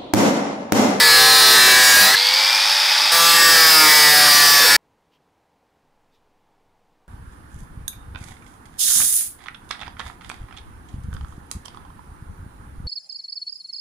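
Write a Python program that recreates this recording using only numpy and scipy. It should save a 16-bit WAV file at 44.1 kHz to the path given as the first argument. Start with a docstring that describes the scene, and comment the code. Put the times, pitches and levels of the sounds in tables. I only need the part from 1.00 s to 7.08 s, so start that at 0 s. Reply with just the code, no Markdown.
"""In a yard, an angle grinder cuts a steel body panel close to an overloaded microphone.
The disc slows under load, is lifted off, speeds up and bites again; the sound of the tool is cut off
abruptly, leaving a quiet yard. The cut is a sum of multiples of the disc speed, coloured by the panel,
with noise for loose grit. The motor is whining tones, rushing air and a gear rattle that throbs.
The yard is the noise of far traffic, a low flutter and two small rustles."""
import sys
import numpy as np
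from scipy import signal
from scipy.io import wavfile
from scipy.ndimage import uniform_filter1d

SR = 44100
rng = np.random.default_rng(int(sys.argv[2]) if len(sys.argv) > 2 else 0)


def pcm_store(signal):
    """Save signal as 16-bit PCM."""
    levels = np.round(np.clip(np.atleast_2d(signal), -1, 1) * 32767)
    wavfile.write(sys.argv[1], SR, levels.astype(np.int16).T)


N = 268123  # length of the scene in samples
LIFT_S, TOUCH_S = 1.155, 2.118  # the disc leaves the metal, and returns
STOP_S = 3.7645  # the sound of the tool is cut off


def gain_of(db):
    """Turn decibels into a factor."""
    return 10 ** (np.asarray(db) / 20)


def evened(x):
    """Scale to an average power of one."""
    return x / np.sqrt(np.mean(x ** 2) + 1e-20)


def curve(rows, t):
    """Read the columns of a table at the times t, with straight lines between rows."""
    s, *columns = np.transpose(rows)
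    return [np.interp(t, s, c) for c in columns]


def span(t, start, end, edge):
    """One between start and end, zero outside, with sloped edges."""
    return np.clip(np.minimum(t - start, end - t) / edge + .5, 0, 1)


def wander(t, seconds, count):
    """Slow random drift of unit size, one row for each partial; a stretched t makes it faster."""
    knots = np.arange(-1, t[-1] + 1, .02)
    x = rng.standard_normal((count, len(knots)))
    for _ in range(2):
        x = uniform_filter1d(x, max(round(seconds / .02), 1), axis=1)
    return [np.interp(t, knots, row) for row in evened(x)]


def noise(points, length, patchy_db):
    """Noise of unit power from random short-time spectra with the given colour and drifting patches."""
    hz = np.fft.rfftfreq(1024, 1 / SR)
    a, b, patches = rng.standard_normal((length // 256 + 5, 513, 3)).T
    patches = uniform_filter1d(patches, size=8, axis=0)  # smooth over pitch
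    patches = evened(uniform_filter1d(patches, size=16, axis=1))  # smooth over time
    f, db = np.transpose(points)
    colour_db = np.interp(np.log(hz + 1), np.log(f + 1), db)[:, None]
    spectra = (a + 1j * b) * gain_of(colour_db + patchy_db * patches)
    sound = signal.istft(spectra, nperseg=1024, noverlap=768)[1]
    return evened(sound[:length])


# how fast the disc turns under load: (time [s], speed [turns per s])
LOADED_SPEED = [(0, 132.8), (.102, 130.4), (.208, 129.1), (.432, 130), (.682, 127.3), (.95, 125.5),
                (1.044, 126.7), (1.114, 129.5), (2.278, 168.1), (2.348, 167.9), (2.508, 165.8),
                (2.732, 158.8), (2.768, 156.9), (2.892, 152.8), (3.2, 148.2), (3.53, 143.9), (3.714, 142.3)]
RUN_UP_S, LOADED_S = 1.114, 2.278  # the run-up starts, the loaded speeds take over again
FREE_SPEED, RUN_UP_TAU_S = 171, .435  # turns per s, and how slowly the disc creeps up to it


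def disc_speed(t):
    """Turns per second: the load sets them in the cut, the motor winds up out of it."""
    loaded, = curve(LOADED_SPEED, t)
    start_speed = curve(LOADED_SPEED, RUN_UP_S)[0]
    still_to_gain = (FREE_SPEED - start_speed) * np.exp((RUN_UP_S - t) / RUN_UP_TAU_S)
    return np.where((t > RUN_UP_S) & (t < LOADED_S), FREE_SPEED - still_to_gain, loaded)


# resonances of the panel; a multiple of the disc speed sings while it passes one:
# (pitch [Hz], width [Hz], level in the first cut [dB], level in the second cut [dB])
PANEL_RESONANCES = [(147, 30, -39, -35), (386.9, 30, -27, -36.5), (490, 45, -39.5, -23),
                    (759, 37, -16.5, -31.5), (1178, 30, -23.5, -16.5), (1295, 40, -19, -25),
                    (1700, 70, -12, -13.5), (1810, 50, -19, -13), (1934, 60, -19.5, -14),
                    (2280, 32, -17.5, -25.5), (3904, 90, -15.5, -24), (4624, 120, -21.5, -16),
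                    (4960, 120, -17.5, -15), (5193, 58, -17, -17), (5480, 60, -21, -14),
                    (8000, 120, -34.5, -25.5)]


def panel(hz, second_cut):
    """Gain of the panel's resonances at the pitches hz; their powers add up."""
    power = 0
    for f, width, early_db, late_db in PANEL_RESONANCES:
        peak_power = gain_of(2 * np.where(second_cut, late_db, early_db))
        power = power + peak_power / (1 + (2 * (hz - f) / width) ** 4)
    return np.sqrt(power)


# colour of the uneven rim through the panel: (pitch [Hz], level before RIM_DB is added [dB])
RIM_COLOUR = [(130, -22.5), (330, -20), (520, -14), (800, -7), (1700, -3), (2800, -9), (4000, -4.5),
              (5000, -4.5), (6200, -10), (9000, -10.5), (15000, -18)]
RIM_DB = -17
# the loudest squeals, each one multiple held for a while:
# (start [s], end [s], multiple of the disc speed, peak before the bite level [dB])
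SQUEALS = [(0.0, 0.107, 7, -12.5), (0.03, 0.321, 13, -6), (0.03, 0.4, 34, -12), (0.06, 0.75, 32, -6.5),
           (0.2, 0.6, 28, -11.5), (0.23, 0.73, 30, -12), (0.329, 0.593, 13, -13.5), (0.34, 0.57, 10, -13),
           (0.37, 0.59, 40, -14), (0.59, 0.76, 14, -11), (0.6, 1.006, 18, -12), (0.66, 1.047, 13, -6),
           (0.66, 1.07, 15, -11.5), (0.73, 0.96, 41, -13.5), (0.85, 1.009, 38, -10.5),
           (2.12, 2.35, 10, -15), (2.22, 2.5, 7, -9), (2.25, 2.6, 47, -17), (2.28, 2.421, 29, -13.5),
           (2.35, 2.71, 11, -7.5), (2.37, 2.658, 10, -10), (2.5, 2.716, 31, -7), (2.53, 2.63, 28, -8.5),
           (2.58, 2.804, 30, -11.5), (2.614, 2.703, 7, -12), (2.66, 2.85, 32, -5), (2.74, 3.059, 33, -11.5),
           (2.71, 2.86, 9, -9), (2.74, 2.872, 8, -8.5), (2.74, 2.918, 31, -8.5), (2.76, 2.88, 2, -20),
           (2.77, 2.88, 6, -14.5), (2.79, 3.058, 15, -12.5), (2.81, 3.28, 11, -12), (2.86, 3.13, 13, -10),
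           (2.9, 3.35, 34, -9.5), (3.143, 3.49, 13, -11), (3.04, 3.359, 31, -10.5), (3.22, 3.65, 8, -12),
           (3.276, 3.8, 32, -9.5), (3.36, 3.66, 36, -11), (3.375, 3.8, 12, -8.5), (3.43, 3.545, 34, -6),
           (3.579, 3.799, 38, -8.5)]
# contact with the metal: (time [s], bite of the disc [dB], loose grit relative to the bite [dB])
BITE_AND_GRIT = [(0, -5.5, -12), (.9, -5.5, -8.5), (1.04, -6, -3.5), (1.13, -10, -10.5), (2.12, -8, -8.5),
                 (2.4, -6, -8.5), (2.75, -6, -6.5), (2.95, -4, -10), (3.6, -7.5, -4.5), (3.77, -6.5, -8.5)]
# colour of grit scraping on steel: (pitch [Hz], relative level [dB per Hz])
GRIT_COLOUR = [(60, -65.5), (200, -35), (450, -11.5), (800, -10.5), (1450, -5), (1700, 2), (2100, -9),
               (2900, -11), (3700, -9), (4900, -2), (5600, -3.5), (6500, -10), (15500, -7.5)]
# brief tones as the disc snags on its way out: (time [s], length [s], level [dB], pitch [Hz])
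SNAG_TONES = [(1.037, .08, -26, 200), (1.148, 0.0086, -5.5, 1693)]


def cutting(t, turns):
    """The rim rubs the panel in a pattern that repeats each turn; loose grit scrapes in between."""
    count = 105  # multiples of the disc speed
    coarse = t[::64]  # levels move slowly, so fewer points are enough
    speed = disc_speed(coarse)
    hz, db = np.transpose(RIM_COLOUR)
    level = []
    for k, drift in enumerate(wander(coarse, seconds=.14, count=count)):
        pitch = (k + 1) * speed
        rim_db = np.interp(np.log(pitch), np.log(hz), db) + RIM_DB
        rim = gain_of(rim_db + 4.2 * drift)
        ringing = panel(pitch, coarse > LIFT_S) * gain_of(3.6 * drift)
        level.append(np.hypot(rim, ringing))

    unsteady = wander(coarse * 2, seconds=.08, count=count)  # the singing is never quite steady
    for start, end, multiple, peak_db in SQUEALS:
        k = round(multiple) - 1
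        held = span(coarse, start, end, edge=0.0605)
        squeal = gain_of(peak_db + 1.4 * unsteady[k])
        level[k] = (1 - held) * level[k] + held * squeal

    turns = turns + 0.0034 * wander(t, seconds=.04, count=1)[0]  # the hand makes them a little uneven
    phase = rng.random(count)
    rub = 0
    for k in range(count):
        tone = np.cos(2 * np.pi * ((k + 1) * turns + phase[k]))
        rub = rub + np.interp(t, coarse, level[k]) * tone

    bite_db, grit_db = curve(BITE_AND_GRIT, t)
    once_per_turn = 1 + .2 * np.cos(2 * np.pi * turns)
    grit = noise(GRIT_COLOUR, len(t), patchy_db=5.0) * once_per_turn
    snags = 0
    for s, length, db, hz in SNAG_TONES:
        swell = np.exp(-((t - s) / (length / 2)) ** 2)
        snags = snags + gain_of(db) * swell * np.sin(2 * np.pi * hz * t)
    contact = 1 - span(t, LIFT_S, TOUCH_S, edge=0.006)
    return contact * gain_of(bite_db) * (rub + gain_of(grit_db) * grit) + snags


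# tones of the armature (the motor's turning core), fan, gear teeth and a bearing:
# (start [s], end [s], multiple of the armature speed, peak [dB])
WHINE_TONES = [(1, 3.8, 1, -38.5), (0, .58, 1, -25), (0.94, 2.7, 2, -34.5), (0.5, 1.6, 4.325, -24.5),
               (1.5, 2.12, 4.325, -27), (3, 3.4, 8, -24.5), (1.075, 1.13, 9, -14), (1.19, 1.4, 9, -21),
               (-1, 0.54, 10, -20)]
# colour of fan and brushes: (pitch [Hz], relative level [dB per Hz])
AIR_COLOUR = [(60, -49), (300, -30.5), (520, -26), (760, -15), (880, -4), (1000, -14.5), (1500, -10.5),
              (2300, -8.5), (2900, -12), (3600, -4), (4200, -11.5), (5400, -10), (6700, -20),
              (10000, -23.5), (15500, -30.5)]
GEAR = 32 / 9  # armature turns per disc turn
MOTOR_FREE_DB, MOTOR_LOADED_DB = -17.5, -18.5
MAINS_BEAT_HZ, BEAT_START = 100.0, .1  # two pulses per mains cycle; start in parts of a pulse
THROB_PER_SPEED, THROB_LOADED = 0.032, 0.19  # depth: per turn per s still to gain when free; under load
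HOUSING_HZ = 4918  # the gear rattle follows the tooth rate up to here
RATTLE_WIDTH_HZ, RATTLE_DB = 422, -2.5  # half width of the gear housing's resonance; level before strain
RATTLE_STRAIN_DB = 1.86  # dB per unit of depth: the deeper the throb, the louder the rattle


def motor(t, turns):
    """Armature tones over rushing air; the torque pulses twice per mains cycle and rattles the gears."""
    speed = disc_speed(t)
    free = span(t, LIFT_S, TOUCH_S, edge=.06)
    level_db = MOTOR_LOADED_DB + (MOTOR_FREE_DB - MOTOR_LOADED_DB) * free
    free_depth = THROB_PER_SPEED * (FREE_SPEED - speed)
    depth = THROB_LOADED + (free_depth - THROB_LOADED) * free

    jitter = 0.098 * wander(t * 3, seconds=.04, count=1)[0]
    beat = np.cos(2 * np.pi * (MAINS_BEAT_HZ * t + BEAT_START + jitter))
    knock_size = gain_of(2.44 * wander(t * 4, seconds=.04, count=1)[0])
    pulse = (.5 + .5 * beat) ** 1.9 * knock_size  # short knocks of unequal size
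    throb = 1 + 6.4 * depth * pulse
    throb = throb / np.sqrt(uniform_filter1d(throb ** 2, size=4410))  # same power over each 0.1 s

    rattle_hz = np.minimum(9 * GEAR * speed, HOUSING_HZ)
    housing = signal.butter(3, RATTLE_WIDTH_HZ, fs=SR)
    a, b = signal.lfilter(*housing, rng.standard_normal((2, len(t))))
    carrier = np.exp(2j * np.pi * np.cumsum(rattle_hz) / SR)  # moves the low noise up to the rattle pitch
    rattle = evened(((a + 1j * b) * carrier).real) * throb
    rattle_gain = gain_of(RATTLE_DB + RATTLE_STRAIN_DB * depth)
    air = noise(AIR_COLOUR, len(t), patchy_db=1.0) * throb ** 0.14

    drifts = wander(t, seconds=.1, count=len(WHINE_TONES))
    armature = GEAR * (turns + .003 * wander(t, seconds=.04, count=1)[0])
    tones = 0
    for (start, end, multiple, db), drift in zip(WHINE_TONES, drifts):
        level = gain_of(db + 1.5 * drift) * span(t, start, end, edge=.08)
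        tones = tones + level * np.cos(2 * np.pi * multiple * armature)
    return gain_of(level_db) * (air + rattle_gain * rattle) + tones


# colour of far traffic: (pitch [Hz], relative level [dB per Hz])
TRAFFIC_COLOUR = [(20, 3), (40, 0.5), (90, -3), (180, -4.5), (247, -9), (280, 1.5), (350, -13), (430, -3),
                  (590, -9), (820, -3.5), (1000, -7), (1250, -14), (1900, -17.5), (15500, -38)]
# small rustles: (time [s], length [s], level [dB], pitch [Hz], width [Hz], broad hiss [dB])
RUSTLE_EVENTS = [(4.143, 0.056, -68, 3200, 1790, -74), (5.15, 0.06, -73.5, 3700, 600, -72)]
YARD_DB = -64.5
FLUTTER_S, FLUTTER_DB, FLUTTER_HZ = 4.8, -54, 13.5  # start, level, average rate


def yard():
    """Far traffic wash as noise, a low flutter as a wavering sine, and two small rustles of noise."""
    t = np.arange(N) / SR
    out = gain_of(YARD_DB) * noise(TRAFFIC_COLOUR, N, patchy_db=0.0)
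    flutter_hz = FLUTTER_HZ * (1 + .08 * wander(t, seconds=.1, count=1)[0])
    fade_in = np.clip((t - FLUTTER_S) / .1, 0, 1)
    out = out + gain_of(FLUTTER_DB) * fade_in * np.sin(2 * np.pi * np.cumsum(flutter_hz) / SR)
    hiss = noise([(1000, -30), (2000, 0), (5500, -3), (9000, -20)], N, patchy_db=0.0)
    for s, length, db, hz, width, hiss_db in RUSTLE_EVENTS:
        band = [(hz - width, -30), (hz - width / 2, -3), (hz, 0), (hz + width / 2, -5), (hz + 2 * width, -25)]
        rustle = gain_of(db) * noise(band, N, patchy_db=4.0) + gain_of(hiss_db) * hiss
        out = out + rustle * np.exp(-((t - s) / (length / 2)) ** 2)
    return out


def scene():
    """The tool until its sound is cut off, over the yard; one microphone feeds both channels."""
    t = np.arange(round(STOP_S * SR)) / SR
    turns = np.cumsum(disc_speed(t)) / SR
    mix = yard()
    mix[:len(t)] += cutting(t, turns) + motor(t, turns)
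    return np.array([mix, mix])


CEILING, BASS_HZ, EDGE_HZ = 0.44, 109.9, 15760  # peak limit, thinned below, upper band limit


def record(dry):
    """The input stage overloads and flattens the peaks, the bass is thinned; then the band limit."""
    knee = 16  # higher bends more sharply at the ceiling
    flat = dry / (1 + abs(dry / CEILING) ** knee) ** (1 / knee)
    bass = signal.lfilter(*signal.butter(1, BASS_HZ, fs=SR), flat)
    thin = flat - 0.709 * bass
    band_limit = signal.firwin(1023, EDGE_HZ, window=("kaiser", 10), fs=SR)
    return signal.oaconvolve(thin, band_limit[None], "same")


dry = scene()
out = record(dry)
pcm_store(out)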